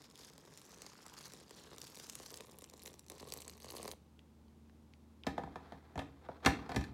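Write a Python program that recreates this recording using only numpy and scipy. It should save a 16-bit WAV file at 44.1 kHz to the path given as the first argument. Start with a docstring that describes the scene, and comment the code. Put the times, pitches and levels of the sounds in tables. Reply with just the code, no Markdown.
"""In a small kitchen, close to the microphone, a thin stream of hot water is poured onto flour in a plastic bowl.
It fizzes softly (bubble rings and hiss), breaks into pattering drops (chirped clicks, puffs of noise) and stops.
A few wet ticks follow; then the kettle slides and knocks on the worktop, as chirps, ringing modes and woody notes.
An appliance's hum, two wavering tones, rises faintly over dull room noise; the kitchen reverberates."""
import sys
import numpy as np
from scipy import signal
from scipy.fft import rfft, irfft, next_fast_len
from scipy.io import wavfile
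from scipy.ndimage import uniform_filter1d, map_coordinates

SR = 44100
rng = np.random.default_rng(int(sys.argv[2]) if len(sys.argv) > 2 else 0)


def generate_wav(signal):
    """Clip the signal to [-1, 1] and save it as 16-bit WAV at the path in sys.argv[1]."""
    frames = np.transpose(np.atleast_2d(signal))
    scaled = np.clip(frames, -1, 1) * 32767
    pcm = np.round(scaled).astype(np.int16)
    wavfile.write(sys.argv[1], SR, pcm)


N = 305613
TIME = np.arange(N) / SR
CUTOFF_HZ = 16000

# Colour of a drop's pat on the bowl: [f/Hz, relative level/dB]
PAT_COLOUR = [(100, -6), (290, -2.5), (460, 5.5), (650, -4), (850, -5), (1100, -2), (1430, -21),
              (1900, -15), (2400, -21.5), (4000, -20.5), (16000, -65)]
# Colour of a splash: [f/Hz, relative level/dB]
SPLASH_COLOUR = [(300, -20), (1050, -2.5), (1450, -7.5), (1900, -3.5), (2900, 0), (4500, -1), (7500, 1.5),
                 (10000, -4), (16000, -18)]
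# The kettle's contacts with the worktop:
# [t/s, relative strength/dB, weight behind it/dB, hardness/dB, thunk f/Hz]
CONTACTS = [(5.267, -33.5, -1.5, 3.5, 644), (5.379, -35, -5, -6.5, 660), (5.435, -43.5, 5, -8.5, 666),
            (5.474, -51, 5, -21, 736), (5.557, -41.5, -6, -6, 940), (5.721, -45, -2, -5.5, 666),
            (5.956, -45.5, 14, -4, 710), (5.977, -39, 1, -3, 800), (5.991, -41.5, -13, 5.5, 610),
            (6.016, -46, -5, -7, 830), (6.287, -39.5, -5, -26, 655), (6.448, -37, -10, 5.5, 970),
            (6.46, -27, 7, 10, 1070), (6.47, -26.5, -28, -3, 950), (6.661, -49.5, -8.5, -4, 824),
            (6.692, -46, 5, 3.5, 810), (6.717, -42, -11, 2, 910), (6.745, -44, 6, 1.5, 800),
            (6.761, -39, 20, 8.5, 664), (6.772, -57, 10, -11, 464), (6.81, -51.5, -1, 10, 684),
            (6.839, -63.5, 8, 19.5, 520)]
# Ranges of a contact, from boom, thud, body and clack to crack:
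# [low f/Hz, high f/Hz, relative level/dB, contact decay/s, grit share of energy, bending lag/s as in bend()]
CONTACT_RANGES = [(51.3, 155, -1, 0.026, 0.06, 0.005635), (197, 417, -1, 0.0052, 0.52, 0.003224),
                  (470, 900, -6, 0.0063, 0.92, 0.002485), (1330, 3400, 0, 0.0046, 1, 0.002535),
                  (3900, 7400, -4, 0.0031, 1, 0.0027)]


def from_db(db):
    """Level in dB to amplitude."""
    return 10 ** (np.asarray(db) / 20)


def rms_one(x):
    """Scales a sound to an RMS of 1."""
    return x / np.sqrt(np.mean(x ** 2) + 1e-20)


def in_time(rows):
    """Each column of a curve at every sample."""
    s, *columns = np.transpose(rows)
    return [np.interp(TIME, s, column) for column in columns]


def at_hz(points, hz, axis=1):
    """A column of a table read on a log-frequency axis."""
    points = np.array(points)
    return np.interp(np.log(np.maximum(hz, 1)), np.log(points[:, 0]), points[:, axis])


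def band(x, low_hz, high_hz, order=2):
    """Keeps one range of frequencies."""
    edges = [low_hz, min(high_hz, SR / 2 - 1)]
    return signal.sosfilt(signal.butter(order, edges, "band", fs=SR, output="sos"), x + 1e-18)


def convolve(x, response):
    """Passes a sound through an impulse response, cut to the scene's length."""
    return signal.fftconvolve(x, response)[:N]


def colour(x, spectrum, size=8192):
    """Causal (minimum-phase) filter of unit energy with the given spectrum."""
    hz = np.arange(size // 2 + 1) * SR / size
    cepstrum = irfft(np.log(from_db(at_hz(spectrum, hz))))
    # Folding the cepstrum forward in time gives minimum phase
    cepstrum[1:size // 2] *= 2
    cepstrum[size // 2 + 1:] = 0
    response = irfft(np.exp(rfft(cepstrum)))
    return convolve(x, response / np.linalg.norm(response))


def drift(rate):
    """Slow random wander of RMS 1, through `rate` random points a second."""
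    knots = rng.standard_normal(4096)
    return rms_one(np.interp(TIME * rate, np.arange(len(knots)), knots))


def steady(x, size=4000):
    """Evens out the level over about a tenth of a second."""
    power = uniform_filter1d(uniform_filter1d(x ** 2, size), size // 2)
    return x / np.sqrt(np.abs(power) + 1e-12)


def clicks(times, sizes):
    """Single-sample impulses at the given times in seconds."""
    out = np.zeros(N)
    at = np.clip((np.asarray(times) * SR).astype(int), 0, N - 1)
    np.add.at(out, at, sizes)
    return out


def shower(per_s, spread_db):
    """Clicks at random moments, many small and a few large."""
    out = np.zeros(N)
    at = rng.integers(0, N, 8192)
    sizes = from_db(spread_db * np.minimum(rng.exponential(1, len(at)), np.pi))
    sizes = sizes * rng.choice([-1, 1], len(at))
    number = int(per_s * N / SR)
    out[at[:number]] = sizes[:number]
    return out


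def bursts(hits, decay_s):
    """Each click becomes a dying puff of noise of the same energy."""
    r = np.exp(-2 / (decay_s * SR))
    envelope = np.sqrt(signal.lfilter([1 - r], [1, -r], hits ** 2 + 1e-24))
    return envelope * rng.standard_normal(N)


def ring(hits, hz, cycles):
    """A resonance with the energy of its click dies by 60 dB in the given number of cycles."""
    r = from_db(-60 * hz / (cycles * SR))
    w = 2 * np.pi * min(hz, CUTOFF_HZ) / SR
    zeros = np.sqrt((1 - r * r) / 2) * np.array([1, 0, -1])
    return signal.lfilter(zeros, [1, -2 * r * np.cos(w), r * r], hits + 1e-18)


def bend(x, lag_s):
    """Bending waves travel as the root of frequency: a click becomes a quick falling chirp."""
    size = next_fast_len(N + SR)
    hz = np.arange(size // 2 + 1) * SR / size
    # lag_s is how much later 1 kHz arrives than an infinitely high pitch; CUTOFF_HZ itself is not delayed
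    cycles = lag_s * (2 * np.sqrt(1000 * hz) - hz * np.sqrt(1000 / CUTOFF_HZ))
    return irfft(rfft(x, size) * np.exp(-2j * np.pi * cycles), size)[:N]


def background():
    """A motor hum of two tones, wavering slightly in pitch and level, over dull room noise."""
    # Colour of the room noise: [f/Hz, relative level/dB]
    room_tone = [(25, -46.5), (45, -16), (64, -10), (90, -19), (135, -8.5), (190, -11), (300, -13),
                 (480, -21.5), (680, -28), (850, -25), (1100, -29.5), (1700, -37), (3600, -39), (8000, -44),
                 (15000, -49.5)]
    # The hum: [t/s, fundamental level/dB, third partial level/dB]
    hum = [(0, -103, -121), (1.5, -79, -81), (3.5, -65, -73), (4.6, -64.5, -66.5), (6.93, -63, -79.5)]
    first_db, third_db = in_time(hum)

    def tone(hz, db):
        level = np.sqrt(2) * from_db(db + 0.54 * drift(1.6))
        wavering_hz = hz + 0.707 * drift(2.186)
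        return level * np.sin(2 * np.pi * np.cumsum(wavering_hz) / SR)

    air = from_db(-65) * rms_one(colour(rng.standard_normal(N), room_tone))
    return air + tone(hz=76.8, db=first_db) + tone(hz=225.4, db=third_db)


def foam(centre_hz, per_s, spread_db, octaves, cycles, count=22):
    """Tiny bubbles burst in the wetted flour, loudest near one pitch."""
    out = 0
    for hz in np.geomspace(2000, 13000, count):
        near = np.exp(-.5 * (np.log2(hz / centre_hz) / octaves) ** 2)
        out = out + near * ring(shower(per_s / count, spread_db), hz, cycles)
    return steady(out)


def patter(count=3):
    """Drops land at different distances from the bowl's wall, so their pats fall at different speeds."""
    lags = np.geomspace(.0014, .0042, count)
    return steady(sum(colour(bend(shower(per_s=60, spread_db=4.5), lag), PAT_COLOUR) for lag in lags))


def burble():
    """Larger bubbles gulp briefly where the stream digs into dry flour."""
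    # The gulps: [t/s, level/dB]
    gulp_levels = [(0, -77), (.62, -72.5), (.82, -69), (1.18, -62), (1.45, -78), (1.7, -69.5), (2.2, -82),
                   (3.94, -96)]
    level_db, = in_time(gulp_levels)
    pitches_hz = np.geomspace(950, 1700, 6)
    gulps = sum(ring(shower(per_s=51, spread_db=6.0), hz, cycles=8) for hz in pitches_hz)
    return steady(gulps) * from_db(level_db)


def stream():
    """A smooth jet makes the flour fizz; broken up, it spatters and sprays; a hard one adds a fine mist."""
    # Force on wet flour and on the puddle: [t/s, splash relative level/dB, patter relative level/dB]
    pour = [(0, -62, -65), (.09, -68.5, -71.5), (.2, -59, -63.5), (.28, -61.5, -66), (.37, -70.5, -65),
            (.49, -69, -62.5), (.6, -62, -70), (.82, -64.5, -60), (.96, -65.5, -68), (1.22, -59.5, -64.5),
            (1.38, -62, -61), (1.46, -67, -66), (1.57, -62, -64), (1.73, -66, -57), (1.82, -60, -63.5),
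            (2.13, -59, -65), (2.35, -61, -57.5), (2.46, -70.5, -58.5), (2.72, -76, -68),
            (2.86, -63.5, -63), (2.95, -77.5, -63), (3.08, -87, -99), (3.11, -64, -58.5), (3.3, -64, -55),
            (3.57, -67, -63.5), (3.73, -58, -50.5), (3.94, -64, -51)]
    # How far the stream has broken into drops: [t/s, 0 smooth jet to 1 separate drops]
    breakup_curve = [(0, 0.064), (.45, 0.22), (.66, 0.16), (.9, 0), (1.22, 0.25), (1.45, 0), (1.7, 0.17),
                     (1.83, 0.39), (2.15, 0), (2.55, 1), (3.05, 0.95), (3.12, 0.049), (3.26, 0.59),
                     (3.38, 0.82), (3.57, 0.52), (3.94, 0.67)]
    # Typical pitch of the bubbles: [t/s, f/Hz]
    fizz_pitch = [(0, 4450), (.7, 5940), (1.0, 4850), (1.35, 5100), (1.7, 3760), (2.15, 6700), (2.4, 4660),
                  (3.94, 4700)]
    # Colour of the hiss within the fizz: [f/Hz, relative level/dB]
    fizz_colour = [(400, -11), (750, 2.5), (1100, 3), (1600, 3.5), (2500, -1.5), (3400, 0.5), (4500, 0),
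                   (7000, -1), (10000, -23), (16000, -24)]
    pour_end_s, pour_stop_s, usual_splash_db = 3.94, 0.0031, -61.5
    splash_db, patter_db = in_time(pour)
    breakup, = in_time(breakup_curve)
    fizz_hz, = in_time(fizz_pitch)
    force_db = splash_db - usual_splash_db

    def gain(usual_db, db_per_force_db, breakup_db):
        return from_db(usual_db + db_per_force_db * force_db + breakup_db * breakup)

    splashes = bursts(shower(240, spread_db=6.5), decay_s=.0005)
    drop_bubbles = foam(fizz_hz, per_s=600, spread_db=10.5, octaves=0.67, cycles=17)
    spatter = steady(colour(splashes, SPLASH_COLOUR)) + from_db(-4) * drop_bubbles
    droplets = bursts(shower(300, spread_db=14), decay_s=0.00015)
    spray = steady(band(splashes + droplets, 9100, 14200))

    flutter = from_db(4.5 * drift(90))  # the jet beads as it falls
    hiss = from_db(-5.5) * rms_one(colour(rng.standard_normal(N), fizz_colour))
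    bubbles = from_db(-4.5) * foam(fizz_hz, per_s=7500, spread_db=4.5, octaves=.22, cycles=16)
    fizz = flutter * (hiss + bubbles)
    mist = flutter * rms_one(band(rng.standard_normal(N), 6700, 13100))

    surface = spatter * gain(usual_db=-67.5, db_per_force_db=0.97, breakup_db=9.5)
    surface += spray * gain(usual_db=-79.5, db_per_force_db=1.4, breakup_db=21.5)
    surface += fizz * gain(usual_db=-62, db_per_force_db=1.35, breakup_db=-8.5)
    surface += mist * gain(usual_db=-79, db_per_force_db=2.4, breakup_db=7.1)
    flowing = np.clip((pour_end_s - TIME) / pour_stop_s, 0, 1)
    return flowing * (patter() * from_db(patter_db - 2.6) + burble() + surface)


def big_drops():
    """A fat drop gives a falling pat, a sharp splash and the ping of a bursting bubble."""
    # The fattest drops: [t/s, pat relative level/dB, splash relative level/dB, bubble f/Hz]
    fat_drops = [(0.175, -65, -61, 5350), (0.378, -58.5, -58, 4240), (0.573, -72, -55.5, 7000),
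                 (0.818, -57, -51, 5640), (0.863, -55, -55, 5360), (1.063, -54.5, -56, 8000),
                 (1.334, -62, -55, 5440), (1.507, -53.5, -56.5, 5000), (1.781, -55, -51, 3600),
                 (1.815, -69, -50, 5500), (1.97, -54.5, -54.5, 5470), (1.997, -56, -51.5, 4400),
                 (2.096, -66, -46, 6340), (2.152, -81, -48, 8750), (2.198, -48, -58, 5560),
                 (2.26, -81, -51, 4230), (2.34, -61, -50, 4900), (2.371, -62, -53, 7350),
                 (2.405, -50, -52.5, 3580), (2.585, -69, -55.5, 11100), (2.619, -55, -59.5, 7560),
                 (2.6403, -61, -54, 5700), (2.697, -77, -59.5, 6500), (2.735, -53, -59, 6350),
                 (2.858, -55, -52, 6160), (2.875, -54.5, -51.5, 3820), (2.939, -57, -61, 5270),
                 (2.992, -78, -54, 7350), (3.063, -69, -65, 5750), (3.082, -72, -61, 6940),
                 (3.098, -53.5, -49.5, 8800), (3.117, -52, -59, 5360), (3.226, -47, -65, 4270),
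                 (3.321, -48, -45.5, 4640), (3.336, -55, -45.5, 11000), (3.372, -54.5, -53, 8300),
                 (3.403, -75, -55, 7540), (3.418, -66, -54, 8200), (3.478, -55, -51, 7650),
                 (3.495, -58, -53.5, 4270), (3.656, -60, -58, 4520), (3.6867, -56, -56.5, 4500),
                 (3.702, -75, -49.5, 4350), (3.828, -52, -51, 8400), (3.852, -42, -65, 3240),
                 (3.877, -44.5, -45.5, 4340), (3.913, -55, -46.5, 4000)]
    splash_delay_s = .0018  # after the first touch
    spit_width = 1.45  # the spit is strongest within this ratio of the bubble's pitch
    s, pat_db, splash_db, bubble_hz = np.transpose(fat_drops)
    pats = bend(colour(clicks(s, from_db(pat_db + 23.5)), PAT_COLOUR), lag_s=0.003904)

    bursting = s + splash_delay_s
    hits = clicks(bursting, from_db(splash_db + 19))
    # The first instant, then a spray of droplets
    splash = from_db(-2) * hits + from_db(1.5) * bursts(hits, decay_s=0.0021)
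    out = pats + colour(splash, SPLASH_COLOUR) + from_db(-11) * band(splash, 5000, CUTOFF_HZ)
    for t, db, hz in zip(bursting, splash_db, bubble_hz):
        hit = clicks([t], from_db(db))
        ping = ring(from_db(19.5) * hit, hz, cycles=14)
        spit = from_db(24) * bursts(hit, decay_s=.001)
        out += ping + band(spit, hz / spit_width, hz * spit_width)
    return out


def bowl(x, width_s=0.000072, strength=0.13):
    """The curved wall returns a two-lobed echo; its lag follows the stream and sweeps a comb through the splash."""
    # The stream wanders about the bowl: [t/s, distance from the wall/m]
    wall_distance = [(0, 0.11), (.36, 0.12), (1.1, 0.077), (1.9, 0.17), (2.45, 0.1093), (3.94, 0.091)]
    sound_m_per_s = 343
    distance_m, = in_time(wall_distance)
    lag_s = 2 * distance_m / sound_m_per_s

    def late(delay_s):
        return map_coordinates(x, [np.arange(N) - delay_s * SR], order=3)

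    echo = late(lag_s - width_s) - late(lag_s)
    return (x + strength * echo) / np.sqrt(1 + 2 * strength ** 2)


def ticks():
    """Faint ticks: air pockets burst in the soaked flour as short puffs of noise around one pitch."""
    # Small wet ticks: [t/s, relative level/dB, f/Hz]
    wet_ticks = [(4.192, -42.5, 2680), (4.4824, -60.5, 4130), (4.6966, -45, 1220), (4.9368, -45, 2850),
                 (5.236, -40.5, 2850)]
    out = np.zeros(N)
    for s, level_db, hz in wet_ticks:
        pop = bursts(clicks([s], from_db(level_db + 19.0)), decay_s=0.0011)
        out += band(pop, hz / 1.47, hz * 1.22) + from_db(-14.5) * band(pop, 2500, 4900)
    return out


def sliding():
    """After each shove the base catches on the worktop in many tiny slips that die away."""
    # Shoves that slide the kettle's base: [t/s, level/dB, fade/(dB per s)]
    shoves = [(5.235, -60.5, 72), (5.36, -62.5, 9), (5.622, -65, 62), (6.219, -62, 29), (6.426, -45, 67),
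              (6.45, -55, 118), (6.69, -46, 115)]
    # Colour of the sliding: [f/Hz, relative level/dB]
    scrape_colour = [(150, -9), (400, 6.5), (900, 4), (1500, -2.5), (2300, -10.5), (4000, -14),
                     (8000, -34.5), (16000, -38)]
    attack_s = 0.011
    speed = 0
    for s, db, fade in shoves:
        onset = np.clip((TIME - s) / attack_s, 0, 1)
        speed = speed + onset * from_db(db - fade * np.maximum(TIME - s, 0))
    slips = bursts(shower(per_s=200, spread_db=1.0), decay_s=0.008)
    return steady(bend(colour(slips, scrape_colour), lag_s=0.002856)) * speed


def contact_levels():
    """Weight brings out the low ranges of a contact, hardness the high ones."""
    # How boom, thud, body, clack and crack answer: [relative level/dB, share of weight, share of hardness]
    contact_law = [(-9.5, 0.99, 0.08), (-4.5, 0.31, 0.16), (1, 0, 0), (-10.5, 0, 1.08), (-18.5, 0.17, 1.07)]
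    s, strength_db, weight_db, hardness_db, _ = np.transpose(CONTACTS)
    levels = [strength_db + db + heavy * weight_db + hard * hardness_db for db, heavy, hard in contact_law]
    return s, levels


def ringing(s, levels):
    """Each contact wakes every mode of kettle and worktop, as strongly as it hits that range."""
    # Ring of kettle and worktop: [f/Hz, relative level/dB, t60/s]
    rung_modes = [(63.2, 3, 0.42), (156.8, 10, 0.2), (234, 3.5, 0.22), (271.2, 8.5, 0.23), (366, -3, 0.16),
                  (438, -2.5, 0.097), (471, 6.5, 0.14), (747, 11.5, 0.053), (790, 0, 0.21), (813, -5, 0.12),
                  (981, 3.5, 0.12), (1070, -3, 0.06), (1243, 5.5, 0.098), (1680, -3, 0.18),
                  (1758, 8.5, 0.1), (1825, 1.5, 0.16), (1890, -9, 0.25), (2180, -18, 0.1), (2380, -1, 0.11),
                  (2500, -20, 0.1), (2650, -4, 0.1)]
    centres = np.log([np.sqrt(row[0] * row[1]) for row in CONTACT_RANGES])
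    hz, mode_db, t60 = np.transpose(rung_modes)
    t = TIME[:SR // 2]
    modes = np.exp(np.outer(2j * np.pi * hz - np.log(1000) / t60, t))
    modes = modes * (1 - np.exp(-t / 0.0012))  # soft onset
    out = np.zeros(N + SR)
    for start, row in zip((s * SR).astype(int), np.transpose(levels)):
        hit_db = np.interp(np.log(hz), centres, row)
        strength = from_db(hit_db + mode_db - 10.5 + rng.normal(0, 0.43, len(hz)))
        phase = np.exp(2j * np.pi * rng.random(len(hz)))
        out[start:start + len(t)] += ((strength * phase) @ modes).real
    return out[:N]


def knocks():
    """Gritty contacts send bending waves through the worktop, the lowest last; the base rattles a little after."""
    s, levels = contact_levels()
    out = ringing(s, levels)
    rattle = from_db(1.8 * drift(160))
    for level_db, (low_hz, high_hz, trim_db, decay_s, grit, lag_s) in zip(levels, CONTACT_RANGES):
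        # Narrow ranges get larger clicks, since they pass less of a click's energy
        hits = clicks(s, from_db(level_db + trim_db + 27.0) * np.sqrt(SR / 2 / (high_hz - low_hz)))
        clean = np.sqrt(1 - grit) * hits
        gritty = np.sqrt(grit) * bursts(hits, decay_s)
        after = from_db(-12.0) * np.sqrt(grit) * rattle * bursts(hits, decay_s=0.027)
        out += bend(band(clean + gritty + after, low_hz, high_hz), lag_s)
    crackle = bursts(clicks(s, from_db(levels[-1] + 20.5)), decay_s=0.014)
    return out + band(crackle, 3700, 12900)


def worktop(x):
    """Between its modes the board mostly radiates less; a few narrow ranges are lifted."""
    # Antiresonances, and slight lifts where positive: [f/Hz, width/Hz, level change/dB]
    hollows = [(119, 35, -0.5), (196, 8.2, 3), (349, 150, -2.5), (590, 110, -25), (847, 11, 3.5),
               (1415, 54, -21), (2890, 460, -8.5)]
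    for hz, width_hz, change_db in hollows:
        peak = signal.lfilter(*signal.iirpeak(hz, hz / width_hz, fs=SR), x)
        x = x - (1 - from_db(change_db)) * peak
    return x


def thunks():
    """Each contact has a short woody note, whose pitch depends on where the base touches."""
    notes = 0
    for s, strength_db, _, _, hz in CONTACTS:
        notes = notes + ring(clicks([s], from_db(strength_db + 23.5)), hz, cycles=9.0)
    return bend(band(notes, 400, 1620), lag_s=0.0017)


def kitchen(x, count=11):
    """Diffuse reverberation that builds up quickly and dies band by band."""
    # Kitchen reverberation: [f/Hz, relative level/dB, t60/s]
    reverberation = [(97, -6, 0.74), (267, 5, 0.52), (740, -1.5, 0.29), (1970, 2, 0.36), (4760, 2, 0.3),
                     (14200, 3.5, 0.22)]
    t, response = TIME[:SR], 0
    edges = np.geomspace(45, CUTOFF_HZ, count + 1)
    for low, high in zip(edges, edges[1:]):
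        hz = np.sqrt(low * high)
        decay = np.exp(-np.log(1000) * t / at_hz(reverberation, hz, axis=2))
        noise = band(rng.standard_normal(SR), low, high)
        response = response + noise * from_db(at_hz(reverberation, hz)) * decay
    response = response * (1 - np.exp(-t / 0.0012))
    return convolve(x, response / np.linalg.norm(response))


def scene():
    """Water in the bowl, then the kettle on the worktop, in a kitchen that answers both."""
    water = bowl(stream() + big_drops()) + ticks()
    kettle = worktop(knocks() + sliding()) + thunks()
    reverberant = kitchen(from_db(-17.5) * water + from_db(-9.5) * kettle)
    return (water + kettle + reverberant + background())[None]


def record(dry):
    """The deep bass is rolled off and the top is cut."""
    thin = signal.sosfilt(signal.butter(4, 48, "high", fs=SR, output="sos"), dry)
    return signal.sosfilt(signal.ellip(10, .2, 70, CUTOFF_HZ, fs=SR, output="sos"), thin)


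dry = scene()
out = record(dry)
generate_wav(out)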